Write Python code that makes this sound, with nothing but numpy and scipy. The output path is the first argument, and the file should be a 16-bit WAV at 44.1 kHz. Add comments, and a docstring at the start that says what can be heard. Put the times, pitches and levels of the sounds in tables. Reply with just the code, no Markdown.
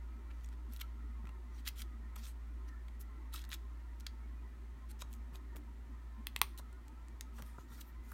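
"""A hand holds, flexes and turns a clear plastic sleeve of a photo album, close to the microphone in a small room.
A faint rush of air (filtered noise) and a low machine hum (a wavering sine) run throughout.
Fingers swish over the film in dense runs of tiny slips, and the film ticks as it unsticks: sharp, ringing impulses.
Among these the album takes soft bumps, short puffs of dull noise; late on, the sleeve buckles in three ringing snaps."""
import sys
import numpy as np
from scipy import signal
from scipy.fft import rfft, irfft, next_fast_len
from scipy.io import wavfile
from scipy.ndimage import map_coordinates

SR = 44100
rng = np.random.default_rng(int(sys.argv[2]) if len(sys.argv) > 2 else 0)


def transcribe(signal):
    """Save signal, clipped to [-1, 1], as a 16-bit WAV file at the path in sys.argv[1]."""
    frames = np.atleast_2d(signal).T
    limited = np.clip(frames, -1, 1)
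    pcm = np.round(limited * 32767).astype(np.int16)
    wavfile.write(sys.argv[1], SR, pcm)


N = 358533
FILTER_HZ = abs(np.fft.fftfreq(2048, 1 / SR))  # frequency grid of every colouring filter


def amp(db):
    """Turns decibels into an amplitude factor."""
    return 10 ** (np.asarray(db) / 20)


def unit(x):
    """Scales to an rms of one."""
    return x / np.sqrt(np.mean(x ** 2) + 1e-20)


def read(points, hz):
    """Joins points by straight lines over log frequency."""
    f, value = np.transpose(points)
    return np.interp(np.log(hz + 1), np.log(f), value)


def add(mix, start_s, sound):
    """Mixes a sound in at a time, cut at the end of the mix."""
    part = mix[max(round(start_s * SR), 0):][:len(sound)]
    part += sound[:len(part)]


def colour(x, response_db, slope=0):
    """Minimum-phase filter with the given response, tilted by slope dB per octave around 1 kHz."""
    tilt_db = slope * np.log2(np.maximum(FILTER_HZ, 150) / 1000)  # the tilt stops below 150 Hz
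    log_gain = np.log(amp(response_db + tilt_db))
    taps = np.fft.ifft(np.exp(np.conj(signal.hilbert(log_gain)))).real
    return signal.fftconvolve(x, taps[:len(taps) // 2])


def wander(rate, size):
    """Random curve of about unit spread: straight lines between rate random points a second."""
    knots = rng.standard_normal(2000)
    curve = map_coordinates(knots, [np.arange(size) * rate / SR], order=1, mode="mirror")
    return curve / np.sqrt(2 / 3)  # makes up for the spread lost between the points


def peaks(modes):
    """Power response of a set of resonances."""
    return sum(amp(db) ** 2 / (1 + ((FILTER_HZ - hz) / width) ** 2) ** 2 for hz, width, db in modes)


def film(ring_hz, ring_db, ring_octaves, ripple_db):
    """Response in dB of one spot of film: a main resonance set by the size of the fold, and smaller chance ones."""
    # overall spectrum of the film: freq_hz [Hz], level_db [dB]
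    film_spectrum = [(200, -28), (600, -29), (1000, -11), (1350, 0.5), (1700, -2.5), (2300, -1),
                     (3300, -1.5), (5000, -4), (7500, -5.5), (9500, -6), (10700, -7.5), (12500, -6.5),
                     (15000, -8), (16500, -14.5)]
    ripple_hz = np.geomspace(600, 17000, 60)
    ripple = ripple_db * np.interp(FILTER_HZ, ripple_hz, rng.standard_normal(len(ripple_hz)))
    octaves_off = np.log2((FILTER_HZ + 1) / ring_hz)
    ring = ring_db / (1 + (octaves_off / ring_octaves) ** 2)
    return read(film_spectrum, FILTER_HZ) + ring + ripple


def air(air_db=-66.5, waver_db=4, waver_rate=20, drift=0.02, drift_rate=12):
    """Steady rush of air with hollow resonances that each waver in strength and pitch."""
    # spectrum of the rush, relative: freq_hz [Hz], level_db [dB]
    air_spectrum = [(25, -17), (45, -3), (75, -4.5), (100, -19), (135, -13.5), (170, -21.5), (250, -12),
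                    (330, -26), (460, -27), (1100, -27), (2050, -31), (2600, -35.5), (5000, -41),
                    (15500, -48.5)]
    # hollow resonances in the rush: centre_hz [Hz], width_hz [Hz], level_db [dB rms]
    air_resonances = [(231.2, 15, -68), (297.3, 26.6, -71.5), (340.6, 17.4, -75.5), (390, 15, -77),
                      (921.5, 27, -77), (970, 12, -92.5), (1045, 11.7, -77), (1235, 10, -84),
                      (1291, 26, -76.5), (1383, 12, -81.5), (1828, 57, -78.5), (1986, 34, -82),
                      (2062, 17, -85), (2350, 10, -88.5)]
    hz = np.fft.rfftfreq(N, 1 / SR)
    wash = rfft(rng.standard_normal(N)) * amp(read(air_spectrum, hz))
    # air_db is the rms level of the part above 150 Hz
    out = amp(air_db) * irfft(wash, N) / np.std(irfft(wash * (hz > 150), N))
    size = next_fast_len(N, True)
    hz = np.fft.rfftfreq(size, 1 / SR)
    for centre_hz, width_hz, level_db in air_resonances:
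        band = 1 / (1 + ((hz - centre_hz) / width_hz) ** 2)
        ring = irfft(rfft(rng.standard_normal(size)) * band, size)
        # playing the ring at a wavering speed bends its pitch; drift is a fraction of the speed
        position = np.cumsum(1 + drift * wander(drift_rate, N)) % size
        ring = np.interp(position, np.arange(size), ring)
        out += amp(level_db) * unit(ring * amp(waver_db * wander(waver_rate, N)))
    return out


def hum(hum_hz=57.74, drift_hz=0.15, drift_rate=5, waver_db=-67, waver_rate=14, mains_hz=120, mains_db=-75):
    """A motor's low hum, whose wavering shows more as it fades, and a faint mains tone."""
    # level of the hum, fading unevenly: time_s [s], level_db [dB rms]
    hum_level = [(0.0, -45), (4.25, -46.5), (4.5, -48), (6.5, -47.5), (6.8, -50.5), (7.5, -48), (7.75, -52),
                 (8.13, -49.5)]
    t = np.arange(N) / SR
    phase = 2 * np.pi * np.cumsum(hum_hz + drift_hz * wander(drift_rate, N)) / SR
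    level = amp(np.interp(t, *np.transpose(hum_level))) + amp(waver_db) * wander(waver_rate, N)
    mains = amp(mains_db) * np.sin(2 * np.pi * mains_hz * t)
    return np.sqrt(2) * (level * np.sin(phase) + mains)


def swishes(slips_per_s=350, spread_db=3.5, edge_db=18, roundness=1.15, grip_db=0.5, grip_rate=170,
            shift_db=7, shift_rate=80, reach=0.64, trim_db=-1, count=5):
    """Sliding is a dense run of tiny slips that swells and dies away across spots of film, each with its own ring."""
    # slides of skin or film over film: crest_s [s], rise_s [s], fall_s [s], level_db [dB at the crest, before
    # trim_db], slope [dB per octave], first_hz [Hz, ring of first spot], last_hz [Hz, of last], grain [0-1]
    swish_events = [(0.311, 0.01, 0.011, -60, -6.5, 2400, 3500, 0.7),
                    (0.43, 0.16, 0.14, -73, -2, 3800, 7000, 0.8),
                    (0.528, 0.017, 0.017, -62.5, -4, 2000, 4000, .8),
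                    (0.735, 0.05, 0.087, -66, 2, 3400, 4500, .5),
                    (0.811, 0.019, 0.0057, -47, -0.5, 2400, 3600, 0.9),
                    (1.56, 0.064, 0.077, -69, -1, 6000, 6000, .3),
                    (1.597, 0.038, 0.02, -62.5, -2.5, 3600, 4800, .4),
                    (1.684, 0.036, 0.0064, -46.5, 1.5, 3200, 5200, 0.4),
                    (1.802, 0.05, .016, -53, 0, 3400, 3600, .7),
                    (1.806, 0.051, 0.027, -51, 0, 9500, 9500, .5),
                    (2.161, 0.0046, 0.0057, -51, 3, 3400, 12000, 0.66),
                    (2.188, 0.025, 0.045, -58, 0.5, 6500, 4500, .4),
                    (2.245, 0.041, 0.072, -55.5, 1, 6500, 3400, 0.46),
                    (2.283, 0.041, 0.044, -57.5, 1.5, 8200, 8800, 0.45),
                    (2.687, 0.012, 0.012, -60, -2.5, 5600, 5600, .6),
                    (3.013, 0.021, 0.019, -53.5, 6, 10400, 10400, 0.63),
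                    (3.342, 0.02, 0.094, -49.5, 0.5, 4470, 3400, 0.5),
                    (3.542, 0.024, 0.012, -44, 2, 9000, 3500, 0.45),
                    (4.915, 0.029, 0.008, -55.5, 0, 9600, 9600, 0.3),
                    (5.016, 0.028, 0.008, -53, 1, 6600, 2500, .7),
                    (5.134, 0.042, 0.042, -63.5, 5, 3000, 3000, 0.6),
                    (5.355, 0.029, 0.025, -59, -1, 12200, 12200, 0.25),
                    (5.568, 0.0047, 0.03, -60.5, 8, 3000, 3000, 0.5),
                    (6.588, 0.013, 0.015, -49.5, 4, 3700, 3900, 0.33),
                    (7.387, 0.059, 0.059, -60.5, 1.5, 1900, 12000, 0.56),
                    (7.468, 0.061, 0.11, -64.5, 2, 14000, 6600, 0.35),
                    (7.603, 0.052, 0.07, -67.5, 2, 7000, 6500, 0.4),
                    (7.738, 0.064, 0.061, -61.5, 3, 3600, 7500, 0.4),
                    (7.723, 0.023, 0.031, -57, -12.5, 1200, 1500, 0.7),
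                    (7.791, 0.023, 0.026, -57, -11, 1300, 1400, 0.64),
                    (7.916, 0.027, 0.035, -62.5, -12.5, 1300, 1300, 0.7),
                    (7.786, 0.094, 0.089, -64, 3, 7000, 3200, .25),
                    (7.812, 0.016, 0.014, -49.5, 8, 6600, 3100, 0.5),
                    (7.888, 0.051, 0.035, -66.5, 7, 13500, 13000, .2),
                    (8.109, 0.085, 0.09, -63, 3.5, 13000, 9500, 0.57)]
    out, t = np.zeros(N), np.arange(SR // 3) / SR
    for crest_s, rise_s, fall_s, level_db, slope, first_hz, last_hz, grain in swish_events:
        away = np.minimum(np.maximum(1 - t / rise_s, (t - rise_s) / fall_s), 1)  # 0 at the crest, 1 at both ends
        end_fade = np.minimum(10 * (1 - away), 1)
        stroke = amp(-edge_db * away ** roundness) * end_fade
        # the grip catches and lets go, so the rub comes in clumps
        grip = amp(grain * grip_db * wander(grip_rate, len(t)))
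        # pressure passes from the first spot to the last, shifting at random on the way
        travel = np.minimum(t / (rise_s + fall_s), 1)
        pressure = []
        for spot in np.linspace(0, 1, count):
            shift = amp(shift_db * wander(shift_rate, len(t)))
            pressure.append(shift * np.exp(-((travel - spot) / reach) ** 2))
        shares = np.array(pressure) / np.linalg.norm(pressure, axis=0)
        rub = 0
        for share, ring_hz in zip(shares, np.geomspace(first_hz, last_hz, count)):
            sizes = amp(spread_db * np.minimum(rng.exponential(1, len(t)), 4))
            signs = rng.choice([-1, 1], len(t))
            slips = sizes * signs * (rng.random(len(t)) < slips_per_s / SR)
            # grain blends from smooth hiss to separate slips
            friction = grain * unit(slips) + (1 - grain) * rng.standard_normal(len(t))
            response_db = film(ring_hz, ring_db=7.5, ring_octaves=0.21, ripple_db=5)
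            rub = rub + share * unit(colour(friction * grip, response_db, slope)[:len(t)])
        add(out, crest_s - rise_s, amp(level_db + trim_db) * stroke * rub)
    return out


def ticks(rise_s=0.00065, decay_s=0.0023):
    """Where film unsticks or creases: a sharp release and a scatter of waves in the film."""
    # single ticks: release_s [s], energy_db [dB], slope [dB per octave], ring_hz [Hz, ring of the fold], rasp [0-1]
    tick_events = [(0.4392, -45, 1, 13500, .1), (0.445, -36, 1, 6050, .4), (0.4603, -41.5, 0, 7300, 0.3),
                   (0.489, -41.5, 1, 7300, .05), (0.7245, -39, 4, 4500, .4), (0.736, -30, 1, 12000, .3),
                   (0.7635, -31.5, 2.5, 3900, 0.07), (0.771, -37, 0, 14000, .2),
                   (0.813, -23.5, -0.5, 13500, .6), (0.8133, -26, -1.5, 3430, 0),
                   (0.8159, -20.5, -1, 3520, .15), (1.2548, -38, -5, 2100, 0),
                   (1.272, -36.5, -3, 2400, 0.06), (1.292, -37.5, -2, 2300, .2), (1.658, -36, -1, 3600, .2),
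                   (1.6653, -27, -3, 3300, 0), (1.672, -24, -1, 3000, .3), (1.6745, -20, -5, 3900, .2),
                   (1.6766, -19.5, -2, 2440, 0.36), (1.6779, -17, 3, 5200, 0.1),
                   (1.6847, -22, 2, 14000, .6), (1.6876, -19.5, 3.5, 3270, 0.3), (1.819, -23, 1, 3600, 0.7),
                   (1.822, -29, 1.5, 3500, 0.2), (2.1618, -32, -1.5, 9500, .2), (2.165, -35, -1, 6960, .2),
                   (2.199, -46, -4, 1900, .3), (2.24, -36, -1, 7200, .1), (2.2535, -35, 1, 3500, .1),
                   (2.2674, -37, -2, 4200, .1), (2.283, -43, 0, 8500, .2), (2.8833, -37.5, -2.5, 2400, 0.5),
                   (3.3305, -39, -2, 4000, 0.1), (3.34, -25, 1, 13500, 0.3), (3.3605, -33, 0, 3900, 0.3),
                   (3.3708, -40, 0, 8300, 0.2), (3.377, -36, -3, 3700, .1), (3.3825, -37, -6, 3900, .1),
                   (3.3928, -32, 0, 3300, 0.04), (3.4178, -36, 0.5, 6500, .25),
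                   (3.4402, -32.5, -1, 4200, .5), (3.4505, -35, 0, 4000, .3), (3.492, -33.5, 1, 14000, 0.2),
                   (3.5033, -34, 0, 3800, .4), (3.5115, -34, 3, 4000, 0.63),
                   (3.5171, -23.5, -2.5, 3900, 0.03), (3.5239, -24, -5, 4300, 0.1),
                   (3.53, -19, -4.5, 3700, 0.15), (3.542, -27, 5, 3700, 0.2), (3.545, -28, -6, 3500, .2),
                   (4, -37, 4, 5600, .5), (4.0068, -34.5, 2, 5400, 0.2), (4.0663, -23, -2, 3900, 0),
                   (4.0681, -19, -2.5, 4700, 0.11), (5.0204, -22.5, -1, 6430, 0.2),
                   (5.1298, -33, 7, 3100, 0), (5.138, -36, 2, 7000, 0), (5.357, -31.5, 0, 3670, 0),
                   (5.5609, -33.5, -1, 14500, .05), (5.566, -31, 1, 14500, 0.26),
                   (6.391, -32, 12, 7000, .15), (6.577, -30.5, 5, 3900, 0.3), (6.728, -43, 2, 8000, .6),
                   (6.8822, -39, 0, 7500, 0), (7.0845, -40.5, -1.5, 7900, 0), (7.21, -20.5, 1, 6500, 0.02),
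                   (7.3855, -43, -2, 3000, 0.3), (7.4231, -29.5, 1.5, 1730, 0.01),
                   (7.8093, -34, 4, 6600, 0.3), (7.8121, -29, 2.5, 3080, .3), (7.815, -35, 0, 3500, .3),
                   (8.118, -38, 3, 1600, 0)]
    out, t = np.zeros(N), np.arange(-100, 300) / SR  # the release is at t = 0
    for release_s, energy_db, slope, ring_hz, rasp in tick_events:
        scatter = rng.standard_normal(len(t)) * np.exp(np.minimum(t / rise_s, -t / decay_s))
        release = rasp * scatter + (t == 0)
        sound = colour(release, film(ring_hz, ring_db=10.5, ring_octaves=0.32, ripple_db=3), slope)
        add(out, release_s + t[0], amp(energy_db) * sound / np.linalg.norm(sound))
    return out


def bumps(page_db=7, page_width_hz=150):
    """Soft contacts give a short dull puff from the stack of pages, with a hollow note from the page touched."""
    # soft knocks of fingers and page: crest_s [s], level_db [dB at the crest], length_s [s, time constant],
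    # slope [dB per octave], page_hz [Hz, note of the page]
    bump_events = [(1.245, -51, 0.0046, -4.5, 1050), (1.272, -59, 0.0052, 4, 1350),
                   (1.293, -52, 0.0066, -4, 1080), (2.166, -55, 0.0052, 4, 1300),
                   (3.347, -48.5, 0.0057, 9.5, 1290), (4.07, -51, 0.0016, 1, 1400),
                   (5.023, -46, 0.0032, 2.5, 980), (5.058, -58, 0.023, -5.5, 950),
                   (5.332, -54.5, 0.0089, -3.5, 1050), (5.352, -56, 0.0033, 0, 720),
                   (5.554, -55, 0.0046, -1.5, 900), (5.564, -54, 0.0063, -1, 720),
                   (6.419, -50, 0.0053, -3, 1000), (6.599, -51.5, 0.0066, -0.5, 1080),
                   (7.389, -51, 0.0063, 3.5, 1340), (7.402, -52, 0.0063, 0, 380),
                   (7.426, -49.5, 0.0067, -2, 200), (7.4235, -48, 0.002, 10.5, 1620),
                   (7.585, -50.5, 0.00245, 1, 1260), (7.588, -47, 0.005, -1.5, 480),
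                   (8.121, -47.5, 0.0038, 11, 1600)]
    # dull spectrum of the album: freq_hz [Hz], level_db [dB]
    album_spectrum = [(40, -23), (90, 9), (220, -2.5), (400, -5.5), (620, -7), (1000, -6), (1400, -4.5),
                      (2200, -27), (4000, -54), (16000, -50)]
    out, t = np.zeros(N), np.arange(SR // 3) / SR
    for crest_s, level_db, length_s, slope, page_hz in bump_events:
        age = t / length_s - 2  # 0 at the crest
        contact = np.exp(-np.where(age < 0, age ** 2, age))
        page_note = page_db / (1 + ((FILTER_HZ - page_hz) / page_width_hz) ** 2)
        body = read(album_spectrum, FILTER_HZ) + page_note
        puff = unit(colour(rng.standard_normal(len(t)), body, slope)[:len(t)])
        add(out, crest_s - 2 * length_s, amp(level_db) * contact * puff)
    return out


def snaps(scatter=0.11, rise_s=0.00028, fold_s=0.00096, fold_width_hz=1100, first_db=-5, second_db=-5):
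    """The sheet flips through in an instant, rings briefly with two notes set by the fold, and knocks on the photo."""
    # buckles of the sleeve: snap_s [s], energy_db [dB], slope [dB per octave], knock_db [dB, knock on the photo],
    # first_hz [Hz, first ring of the fold], second_hz [Hz, second ring]
    snap_events = [(6.27, -14.5, -1, -9.5, 4730, 11800), (6.363, -12, -3, -9.5, 7700, 12000),
                   (6.416, 1, 0.5, 6, 9400, 14750)]
    # rings of the buckling sleeve: freq_hz [Hz], width_hz [Hz], level_db [dB]
    sleeve_modes = [(2100, 190, 1), (2480, 290, 3), (3450, 420, 1), (4200, 780, -5), (5660, 830, -10),
                    (8400, 560, -10), (9500, 500, -12), (11400, 380, -21), (13500, 530, -8),
                    (15400, 700, -9)]
    # rings of the stiff photo inside: freq_hz [Hz], width_hz [Hz], level_db [dB, before knock_db]
    photo_modes = [(406, 53, -14), (867, 72, -9), (1110, 120, 2), (1350, 150, -7)]
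    out, t = np.zeros(N), np.arange(-100, 200) / SR  # the flip is at t = 0
    for snap_s, energy_db, slope, knock_db, first_hz, second_hz in snap_events:
        # the fold runs across the sheet, so part of the blow is spread over about a ms
        spread = rng.standard_normal(len(t)) * np.exp(np.minimum(t / rise_s, -t / fold_s))
        blow = scatter * spread + (t == 0)
        fold = peaks([(first_hz, fold_width_hz, first_db), (second_hz, 2 * fold_width_hz, second_db)])
        photo = amp(knock_db) ** 2 * peaks(photo_modes)
        snap = colour(blow, 10 * np.log10(peaks(sleeve_modes) + fold + photo), slope)
        add(out, snap_s + t[0], amp(energy_db) * snap / np.linalg.norm(snap))
    return out


def room(x, tail_db=-21.5, near_db=-13.5, near_s=0.016, dull_hz=12000):
    """Quick reflections from album, hands and lap, then the room's faint tail; soft surfaces dull the top of both."""
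    # room decay: freq_hz [Hz], t60_s [s]
    room_decay = [(200, 0.32), (1500, 0.26), (5000, 0.33), (15000, 0.25)]
    t = np.arange(SR // 2) / SR
    echoes = rng.standard_normal(len(t)) * (rng.random(len(t)) < .25)
    # each frequency band of the tail falls 60 dB in its own decay time
    hz, when, bands = signal.stft(echoes, SR, nperseg=256)
    decay = amp(-60 * when / read(room_decay, hz)[:, None])
    tail = signal.istft(bands * decay, SR, nperseg=256)[1][:len(t)] * (t > .006)
    near = rng.standard_normal(len(t)) * (rng.random(len(t)) < .2)
    near = near * np.exp(-t / near_s) * (t > .001)
    response = amp(tail_db) * tail / np.linalg.norm(tail) + amp(near_db) * near / np.linalg.norm(near)
    dulling_db = -10 * np.log10(1 + (FILTER_HZ / dull_hz) ** 2)
    return signal.fftconvolve(x, colour(response, dulling_db))[:N]


def scene():
    """The handled album and its reflections, over the air and the hum."""
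    album = swishes() + ticks() + bumps() + snaps()
    return (air() + hum() + album + room(album))[None]


def record(dry, edge_hz=16050):
    """The microphone's colour, then the recorder's band limit: a steep low-pass at edge_hz."""
    # narrow dips of the microphone port: freq_hz [Hz], width_hz [Hz], depth_db [dB]
    port_dips = [(5000, 270, -2), (10400, 100, -11)]
    port_db = sum(db / (1 + ((FILTER_HZ - hz) / width) ** 2) for hz, width, db in port_dips)
    heard = colour(dry[0], port_db)[:N]
    low_pass = signal.firwin(401, edge_hz, window=("kaiser", 8), fs=SR)
    return signal.oaconvolve(heard, low_pass, "same")[None]


dry = scene()
out = record(dry)
transcribe(out)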